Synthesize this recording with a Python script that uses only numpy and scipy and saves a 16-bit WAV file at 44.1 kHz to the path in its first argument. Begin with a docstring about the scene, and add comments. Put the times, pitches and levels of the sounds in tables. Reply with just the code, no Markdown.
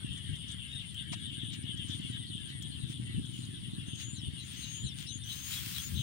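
"""Crickets chirp, one close by, each chirp a train of wing strokes, in an open grassy field. Under them
a far one-cylinder engine thuds, wind nudges the microphone and the outdoor air hisses. Small frogs buzz
through their vocal sacs in volleys. Footsteps brush the grass and snap stalks, and a sandal slaps once.
Past halfway a small bird whistles and a close frog joins in; the feet end in a long rustle."""
import sys
import numpy as np
from scipy import signal
from scipy.fft import rfft, irfft, next_fast_len
from scipy.io import wavfile
from scipy.ndimage import uniform_filter1d

SR = 44100
rng = np.random.default_rng(int(sys.argv[2]) if len(sys.argv) > 2 else 0)


def dump_mix(stems):
    """Bounce the given channels to the path in sys.argv[1] as a 16-bit WAV at rate SR."""
    frames = np.atleast_2d(stems).T  # one column per channel
    limited = np.clip(frames, -1, 1)  # hard clip at full scale
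    pcm = np.round(limited * 32767).astype(np.int16)
    wavfile.write(sys.argv[1], SR, pcm)


N = 265482
T = np.arange(N) / SR

# Levels are fader settings, ahead of each layer's trim and pan.
# even runs of chirps, near and right-hand cricket: (end of first chirp [s], period [s], chirps [count])
NEAR_CRICKET_RUNS = [(.069, .12, 14), (1.755, .12035, 25), (4.776, .1175, 12)]
RIGHT_CRICKET_RUNS = [(.022, .1145, 19), (2.19, .1179, 17), (4.187, .115, 11), (5.478, .119, 6)]
# level rides of those two crickets: (time [s], level [dB])
NEAR_CRICKET_RIDE = [(0, -57.5), (1, -55.5), (1.5, -55), (2.6, -55), (3.3, -58), (3.9, -58), (4.45, -55.5),
                     (5.15, -57.5), (5.5, -60.5), (6, -61)]
RIGHT_CRICKET_RIDE = [(0, -47.5), (1.2, -52), (1.9, -50.5), (6, -49.5)]
# engine speed: (time [s], firing rate [1/s])
FIRING_RATE = [(0, 20.5), (1.1, 18.8), (2, 19.75), (3.45, 20.5), (4.7, 19.35), (6.02, 19.8)]
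# the engine's loudness as the air carries it: (time [s], level [dB])
ENGINE_RIDE = [(0, -47.5), (.6, -51.5), (.95, -55.5), (1.1, -43), (1.8, -43.5), (2.5, -46.5), (3.2, -43),
               (3.8, -43.5), (4.5, -48.5), (5.3, -52.5), (6.02, -48.5)]
# tone of an exhaust thud, the wind and the air with its far frog calls: (frequency [Hz], level [dB])
THUD_EQ = [(25, -25), (60, -20), (90, -2), (125, 5.5), (170, -2.5), (250, -3), (330, -8.5), (420, -27.5),
           (600, -81.5), (1200, -64.5)]
WIND_EQ = [(20, -39), (45, -17), (75, 2.5), (120, 2.5), (180, -3.5), (280, -17), (400, -29), (700, -88),
           (2000, -66)]
AIR_EQ = [(300, 2.5), (600, -7.5), (1200, -6.5), (1800, -0.5), (2400, -1), (3200, 16), (4400, 1),
          (6000, -10), (8000, -4.5), (9800, -3), (10900, -1.5), (11800, -21.5), (15500, -16.5)]
# wind buffets on the microphone: (time [s], level [dB], half-width [s])
WIND_BUFFETS = [(.1, -50, 0.077), (.31, -45.5, 0.051), (2.84, -41.5, 0.016), (3.04, -48, 0.065),
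                (3.183, -35, 0.039), (4.28, -39.5, 0.014), (4.85, -40, 0.037), (5.97, -42.5, 0.089)]
# volleys of the frog chorus: (time [s], level [dB], vocal sac pitch [Hz])
FROG_VOLLEYS = [(0.12, -41, 3257), (0.262, -45.5, 3330), (0.365, -44, 3277), (0.521, -42.5, 3417),
                (0.62, -43, 3210), (0.791, -43.5, 3430), (.9, -49.5, 3310), (0.999, -39.5, 3236),
                (1.127, -42, 3410), (1.251, -39, 3360), (1.34, -43, 3250), (1.43, -40.5, 3358),
                (1.495, -41.5, 3400), (1.702, -37, 3286), (1.817, -39.5, 3230), (1.939, -38.5, 3428),
                (2.05, -42, 3271), (2.147, -40, 3366), (2.262, -48, 3510), (2.355, -40.5, 3285),
                (2.45, -47, 3380), (2.63, -46, 3436), (2.751, -48.5, 3170), (2.871, -47.5, 3470),
                (2.953, -47.5, 3400), (3.255, -48.5, 3490), (3.359, -61, 3200), (3.557, -48.5, 3464),
                (3.651, -47.5, 3200), (3.81, -65, 3450), (3.905, -44, 3203), (4.02, -47, 3460),
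                (4.244, -42, 3290), (4.378, -47.5, 3180), (4.633, -54, 3186), (4.762, -46.5, 3170),
                (4.883, -46, 3180), (5.02, -47.5, 3290), (5.109, -53, 3370), (5.296, -43, 3296),
                (5.437, -58, 3234), (5.57, -50, 3394), (5.773, -44.5, 3340), (5.987, -38.5, 3374)]
# dry stalks snapping: (time [s], ring level [dB], ring pitch [Hz], crack level [dB])
STALK_SNAPS = [(.13, -53, 7200, -62), (.174, -49, 6300, -70), (.355, -53, 5900, -59),
               (.481, -46, 5620, -70), (0.513, -46, 7160, -54), (.942, -51, 7500, -48),
               (1.532, -49, 6480, -64), (1.772, -51, 5900, -70), (1.883, -46, 6400, -69),
               (1.902, -46, 5500, -68), (2.622, -42.5, 6650, -46), (3.254, -51, 6500, -77),
               (3.449, -47, 6500, -76), (3.953, -45, 6640, -62), (5.323, -45, 6400, -60)]
# feet brushing the grass: (time [s], level [dB], half-width [s])
FOOTFALLS = [(.18, -76, 0.047), (.51, -66.5, 0.043), (1.135, -54.5, 0.017), (1.541, -61.5, 0.028),
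             (1.92, -66.5, 0.11), (2.1, -72, 0.11), (2.5, -69, 0.034), (2.91, -66, 0.04), (3.37, -71, 0.11),
             (4.01, -61, 0.044), (4.61, -63, 0.25), (5.01, -62.5, 0.063)]
# tone of a soft brush and a brighter swish of grass: (frequency [Hz], level [dB])
BRUSH_EQ = [(400, -7), (1000, 7), (2000, 19.5), (3500, 28), (5000, 17.5), (7000, 17.5), (9500, 5),
            (12500, -26), (14500, -26), (15800, -13)]
SWISH_EQ = [(600, -24), (1000, -8), (1600, -2), (3200, 5), (5000, 0), (7500, -2.5), (10000, -5),
            (13500, -3.5), (14900, 4)]
# bouts of nearby frogs: (middle of first call [s], period [s], calls [count], level [dB],
# vocal sac pitch [Hz], call length [s], pitch fall per half call [share])
NEARBY_BOUTS = [(0.75, 0, 1, -47.5, 3710, 0.15, 0.0063), (1.937, 0, 1, -45.5, 3420, 0.048, 0.034),
                (2.551, 0.56, 2, -59.5, 1973, 0.14, 0.019), (2.344, .302, 5, -54, 3397, .07, .025),
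                (2.51, .31, 5, -54, 3950, .06, 0.027), (2.777, .29, 5, -52, 2984, .06, .06),
                (3.809, 0.031, 1, -51.5, 3365, 0.061, 0.032), (5.298, .228, 2, -46.5, 3160, 0.066, 0.0255),
                (2.283, .45, 2, -56.5, 4200, 0.054, 0.022), (4.926, .305, 2, -48, 3576, 0.033, 0.033),
                (5.581, 0.21, 2, -45.5, 3336, .06, 0)]
# resonances of a sandal slapping the ground: (frequency [Hz], level [dB])
SANDAL_RINGS = [(714, -47.5), (930, -52), (1400, -46), (2180, -41)]
# bird whistles: (start [s], end of climb [s], level [dB], swell [dB], held pitch [Hz], top pitch [Hz],
# scoop depth [Hz], drop length [s])
BIRD_WHISTLES = [(3.33, 3.426, -63, 7, 6700, 7430, 0, .03), (3.86, 4.148, -52.5, 15, 6400, 7380, 0, .078),
                 (4.39, 4.472, -61.5, 11, 6450, 7100, 244, .016),
                 (4.56, 4.851, -51.5, 7, 6355, 7310, 0, .078),
                 (5.06, 5.168, -50.5, 6, 6230, 7040, 1750, .022),
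                 (5.23, 5.55, -53, 5, 6230, 7220, 600, .07),
                 (5.783, 5.874, -49.5, 9, 6490, 7100, 1100, .02),
                 (5.944, 6.218, -51, 9, 6340, 7300, 105, .08)]
# level ride of the long rustle: (time [s], level [dB])
RUSTLE_RIDE = [(5.25, -55), (5.33, -43), (5.42, -47.5), (5.53, -37), (5.62, -41), (5.78, -40), (5.9, -45.5),
               (6.02, -49)]
# the two microphone ports ring differently: (frequency [Hz], left boost and right cut [dB])
PORT_EQ = [(3800, -1.5), (5000, 0), (6600, 0.14), (7700, 0.5), (8800, 7), (9900, -4), (11000, -8.5),
           (14000, -1.5)]


def amp(db):
    """Decibels to gain."""
    return 10 ** (np.asarray(db) / 20)


def unit(x):
    """Scales to rms 1."""
    return x / np.sqrt(np.mean(x ** 2) + 1e-20)


def curve(rows):
    """Joins (time [s], value) rows by straight lines."""
    return np.interp(T, *np.transpose(rows))


def add(mix, s, sound):
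    """Mixes a sound in from time s."""
    start = int(round(s * SR))
    sound = sound[max(-start, 0):]
    part = mix[max(start, 0):][:len(sound)]
    part += sound[:len(part)]


def gains(eq, size):
    """An EQ curve as gains on the bins of an FFT."""
    hz, db = np.transpose(eq)
    return amp(np.interp(np.log(np.fft.rfftfreq(size, 1 / SR) + 1), np.log(hz), db))


def colour(x, eq):
    """Runs a signal through an EQ curve, to rms 1."""
    size = next_fast_len(N)
    return unit(irfft(rfft(x, size) * gains(eq, size), size)[..., :N])


def swells(rows):
    """Envelope of bell-shaped swells from (time [s], level [dB], half-width [s]) rows."""
    return sum(amp(db) * np.exp(-2 * ((T - s) / width) ** 2) for s, db, width in rows)


def pan(left_db):
    """Channel gains that put the left left_db above the right."""
    return amp(np.array([[left_db], [-left_db]]) / 2)


def field(x, left_db, lag_s, scatter_db, t60):
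    """Places a sound: the direct path, later on the left, plus diffuse scatter from the ground."""
    t = np.arange(int(t60 * SR) + 2) / SR
    tail = rng.standard_normal((2, len(t))) * amp(-60 * t / t60)
    tail /= np.linalg.norm(tail, axis=1, keepdims=True)
    direct = np.array([np.pad(x, (int(lag_s * SR), 0))[:N], x])
    scatter = signal.fftconvolve(x[None], tail, axes=1)[:, :N]
    wet = amp(scatter_db)
    return pan(left_db) * (direct + wet * scatter) / np.hypot(1, wet)


def cricket(runs, ride, hz, strokes_per_s, stroke_s, sag, swell_db, strokes):
    """Each wing stroke is a short tone that sags in pitch; strokes grow through a chirp, then stop."""
    ends = np.concatenate([first + period * np.arange(count) for first, period, count in runs])
    loose_ends = ends + .002 * rng.standard_normal(len(ends))  # never quite on the beat
    out, u = np.zeros(N), np.linspace(-1, 1, int(stroke_s * SR))
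    window = np.cos(np.pi * u / 2) ** 2
    for end, db in zip(loose_ends, np.interp(ends, *np.transpose(ride))):
        for k, (size, detune, slip) in enumerate(rng.standard_normal((strokes, 3))):
            start = end - stroke_s - (k + .037 * slip) / strokes_per_s  # k counts back from the end
            turns = np.cumsum(hz * (1 + .0024 * detune - sag * u)) / SR
            stroke_db = db + .34 * size - swell_db * (k / strokes) ** 3
            add(out, start, amp(stroke_db) * window * np.sin(2 * np.pi * turns))
    return out


def crickets():
    """One near cricket on the left and two higher ones to the right, each at its own pace."""
    near = cricket(NEAR_CRICKET_RUNS, NEAR_CRICKET_RIDE, hz=8830,
                   strokes_per_s=127, stroke_s=.0052, sag=.024, swell_db=12, strokes=10)
    right = cricket(RIGHT_CRICKET_RUNS, RIGHT_CRICKET_RIDE, hz=9120,
                    strokes_per_s=130, stroke_s=.005, sag=.02, swell_db=9, strokes=10)
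    faint = cricket(runs=[(.005, .113, 55)], ride=[(0, -61)], hz=9780,
                    strokes_per_s=130, stroke_s=.004, sag=.025, swell_db=7, strokes=11)
    return (amp(5.3) * field(near, left_db=13, lag_s=.00092, scatter_db=-7, t60=.04)
            + field(right, left_db=-7, lag_s=.0022, scatter_db=-5, t60=.06)
            + field(faint, left_db=-2, lag_s=.0022, scatter_db=-5, t60=.06))


def engine():
    """One dull exhaust thud a firing, uneven in strength, over a wash of far echoes."""
    log_gain = np.log(gains(THUD_EQ, size=8192))
    minimum_phase = np.conj(signal.hilbert(np.r_[log_gain, log_gain[-2:0:-1]]))  # for a hard attack
    thud = np.fft.ifft(np.exp(minimum_phase)).real
    cycles = np.cumsum(curve(FIRING_RATE)) / SR
    firings = np.flatnonzero(np.diff(np.floor(cycles)))
    strong_weak_db = .17 * (-1) ** np.arange(len(firings))
    pulses = np.zeros(N)
    pulses[firings] = amp(strong_weak_db + 3.2 * rng.standard_normal(len(firings)))
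    thuds = unit(signal.fftconvolve(pulses, thud)[260:][:N])
    wash = amp(-5) * pan(4.7) * colour(rng.standard_normal((2, N)), THUD_EQ)
    exhaust = field(thuds, left_db=6, lag_s=.0013, scatter_db=-13, t60=.13)
    return amp(curve(ENGINE_RIDE) - .5) * (exhaust + wash)


def wind():
    """A low breeze with short buffets, different at each microphone port."""
    shared = colour(rng.standard_normal(N), WIND_EQ)
    per_port = colour(rng.standard_normal((2, N)), WIND_EQ)
    strength = amp(-49) + amp(3) * swells(WIND_BUFFETS)
    return pan(11.3) * strength * unit(shared + 1.52 * per_port)


def air_and_far_calls():
    """Outdoor air hiss with a blurred wash of far frog calls, coming and going in patches."""
    hiss = colour(rng.standard_normal((2, N)), AIR_EQ)
    spectrogram = signal.stft(hiss, nperseg=512)[2]
    patches = uniform_filter1d(rng.standard_normal(spectrogram.shape[1:]), size=6, axis=0)
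    patches_db = 2.2 * unit(uniform_filter1d(patches, size=11, axis=1))
    patchy_hiss = signal.istft(spectrogram * amp(patches_db), nperseg=512)[1][:, :N]
    return amp(-53.5) * pan(7.1) * unit(patchy_hiss)


def croak(sac_hz, length_s, buzz_hz, sac_width_hz, fall, rough):
    """An uneven buzz that arches and falls in pitch; the vocal sac picks out three harmonics."""
    u = np.linspace(-1, 1, int(length_s * SR))
    partial = round(sac_hz / buzz_hz)
    knots = np.linspace(-1, 1, 24)
    jitter, shimmer = (np.interp(u, knots, row) for row in rng.standard_normal((2, len(knots))))
    pitch = sac_hz / partial * (1 - fall * u - .028 * u ** 2 + .02117 * rough * jitter)
    harmonics = partial + np.arange(-1, 2)[:, None]
    resonance = 1 / (1 + ((harmonics / partial - 1) * sac_hz / sac_width_hz) ** 2)
    buzz = (resonance * np.sin(2 * np.pi * harmonics * np.cumsum(pitch) / SR)).sum(0)
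    return unit(buzz * np.cos(np.pi * u / 2) * amp(4.07 * rough * shimmer))


def frog_chorus():
    """Many frogs answer each other in volleys over a loose far chorus with some deeper voices."""
    chorus = np.zeros((2, N))

    def from_anywhere(s, call):
        """Each frog's bearing sets how late it reaches the left port."""
        add(chorus[0], s + .0014 * rng.random(), call)
        add(chorus[1], s, call)

    for s, db, hz in FROG_VOLLEYS:
        voices = hz * np.linspace(.87, 1.1, 12)
        for voice_hz, (late, size, detune) in zip(voices, rng.standard_normal((len(voices), 3))):
            sac_hz = voice_hz * (1 + .015 * detune)
            call = croak(sac_hz, length_s=.08, buzz_hz=300, sac_width_hz=140, fall=.04, rough=.8)
            off_centre_db = 340 * (voice_hz / hz - 1) ** 2  # the largest and smallest frogs are fewest
            from_anywhere(s - .037 + .017 * late, amp(db - 18.5 - off_centre_db + size) * call)
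    for low_hz, high_hz, db in [(2750, 3700, -62), (1550, 2300, -73.5)]:  # the far chorus
        for when, size, pitch, span in rng.random((320, 4)):
            s = when * N / SR
            sac_hz = low_hz + (high_hz - low_hz) * pitch
            call = croak(sac_hz, .04 + .05 * span, buzz_hz=330, sac_width_hz=150, fall=.04, rough=.7)
            lull_db = 5.3 * (s > 2.5)
            from_anywhere(s - .03, amp(db + 3.2 * size ** 2 - lull_db) * call)
    return amp(3) * pan(11.4) * chorus


def ringing_hits(hits, ring_s):
    """Hits underfoot, each a tuned burst of dying noise: (time [s], level [dB], pitch [Hz])."""
    out, t = np.zeros(N), np.arange(1024) / SR
    for s, db, hz in hits:
        band = signal.butter(1, [hz * .977, hz * 1.074], "band", fs=SR, output="sos")
        ring = signal.sosfilt(band, rng.standard_normal(len(t)) * np.exp(-t / ring_s))
        add(out, s, amp(db) * ring / abs(ring).max())
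    return field(out, left_db=17, lag_s=.00057, scatter_db=9.5, t60=.03)


def snapping_stalks():
    """Dry stalks break with a wide crack and a short ring; trodden ones spring back with faint ticks."""
    low_hz, high_hz, crack_s = 4570, 7900, .0032
    snaps = [(s, db, hz) for s, db, hz, _ in STALK_SNAPS]
    ticks = [(when * N / SR, -63 + 7 * size ** 2, low_hz + (high_hz - low_hz) * pitch)
             for when, size, pitch in rng.random((60, 3))]
    bursts = swells([(s + crack_s, db, crack_s) for s, _, _, db in STALK_SNAPS])
    cracks = pan(6) * bursts * colour(rng.standard_normal((2, N)), SWISH_EQ)
    return cracks + ringing_hits(snaps + ticks, ring_s=.0052)


def crackle(eq, grains_per_s, grain_db):
    """Blades of grass flicking past each other: tiny clicks, a few of them large, in a soft hiss."""
    sizes = amp(4.2 * np.minimum(rng.exponential(1, N), 4)) * rng.standard_normal((2, N))
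    clicks = sizes * (rng.random(N) < grains_per_s / SR)
    return colour(rng.standard_normal((2, N)) + amp(grain_db) * unit(clicks), eq)


def footsteps():
    """Feet brush the grass; close to the microphone they sizzle more in the top octave."""
    brush = amp(12.5) * pan(10) * crackle(BRUSH_EQ, grains_per_s=780, grain_db=-7)
    highpass = signal.butter(3, 11000, "high", fs=SR, output="sos")
    sizzle = signal.sosfilt(highpass, crackle(SWISH_EQ, grains_per_s=1700, grain_db=-4))
    nearness_db = curve([(0, -10), (3.2, 8), (4, 6.5), (5, 9)])
    return swells(FOOTFALLS) * (brush + pan(2.9) * amp(nearness_db) * sizzle)


def nearby_frogs():
    """A few frogs sit in front of the chorus, croaking once or in short, even bouts."""
    out = np.zeros(N)
    for first, period, count, db, hz, length_s, fall in NEARBY_BOUTS:
        for s in first + period * np.arange(count):
            call = croak(hz, length_s, buzz_hz=248.2, sac_width_hz=130, fall=fall, rough=.66)
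            add(out, s - length_s / 2, amp(db) * call)
    return amp(-1) * field(out, left_db=8, lag_s=.00088, scatter_db=-7, t60=.06)


def sandal_slap(at_s):
    """A sandal slaps the ground once and rings briefly."""
    return ringing_hits([(at_s, db, hz) for hz, db in SANDAL_RINGS], ring_s=.0053)


def bird():
    """Thin pure whistles that scoop up to a held pitch, swell as they climb ever faster, and drop."""
    scoop_s, drop_hz, fade_s = .018, 2750, .008
    out = np.zeros(N)
    for start, top, db, swell_db, held_hz, top_hz, scoop_hz, drop_s in BIRD_WHISTLES:
        climb_s = top - start
        t = np.arange(0, climb_s + drop_s, 1 / SR)
        u = np.minimum(t / climb_s, 1)
        climb = .25 * u + .75 * u ** 4
        fall_s = .079 * np.sqrt(climb_s)  # shorter whistles fall faster
        drop = 1 - np.exp(-(np.maximum(t - climb_s, 0) / fall_s) ** 1.4)
        hz = held_hz + (top_hz - held_hz) * climb - scoop_hz * np.exp(-t / scoop_s) - drop_hz * drop
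        waver = unit(uniform_filter1d(rng.standard_normal(N), size=200))[:len(t)]
        pitch = uniform_filter1d(hz, size=500) * (1 + .0031 * waver)
        tone = np.sin(2 * np.pi * np.cumsum(pitch) / SR)
        shape_db = np.interp(t, [0, .78 * climb_s, climb_s, t[-1]], [-swell_db, 0, -2, -17])
        fades = np.clip(np.minimum(t, t[-1] - t) / fade_s, 0, 1)
        add(out, start, amp(db + shape_db + .82 * waver[::-1]) * tone * fades)
    return amp(.8) * field(out, left_db=19.5, lag_s=.001116, scatter_db=-9, t60=.12)


def lead_frog(start_s, calls):
    """The nearest frog grows to full strength, hurrying and sinking in pitch from croak to croak."""
    period_s, hurry_s, call_s, warm_up_s = .234, .001, .072, .85
    out = np.zeros(N)
    for k in range(calls):
        since_s = period_s * k - hurry_s * k ** 2
        db = -49.5 - 6 * max(1 - since_s / warm_up_s, 0)
        call = croak(sac_hz=4010 - 22 * k, length_s=call_s, buzz_hz=280,
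                     sac_width_hz=200, fall=.045, rough=.7)
        add(out, start_s + since_s - call_s / 2, amp(db) * call)
    return field(out, left_db=14, lag_s=.00075, scatter_db=-7, t60=.06)


def long_rustle():
    """A dense, bright crackle, silent until the feet reach the long grass."""
    wading = amp(curve(RUSTLE_RIDE)) * (T > RUSTLE_RIDE[0][0])
    return pan(7.9) * wading * crackle(SWISH_EQ, grains_per_s=1800, grain_db=-6.5)


def scene():
    """The full mix: animal calls, the background bed and the walk through the grass."""
    animals = crickets() + frog_chorus() + nearby_frogs() + lead_frog(start_s=4.177, calls=9) + bird()
    bed = engine() + wind() + air_and_far_calls()
    walk = snapping_stalks() + footsteps() + sandal_slap(at_s=1.13) + long_rustle()
    return animals + bed + walk


def record(dry):
    """The colour of each microphone port, then a steep high cut."""
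    size = next_fast_len(N)
    tilt = gains(PORT_EQ, size)
    heard = irfft(rfft(dry, size) * np.array([tilt, 1 / tilt]), size)[:, :N]
    high_cut = signal.firwin(511, cutoff=15850, window=("kaiser", 9), fs=SR)
    return signal.oaconvolve(heard, high_cut[None], "same")


dry = scene()
out = record(dry)
dump_mix(out)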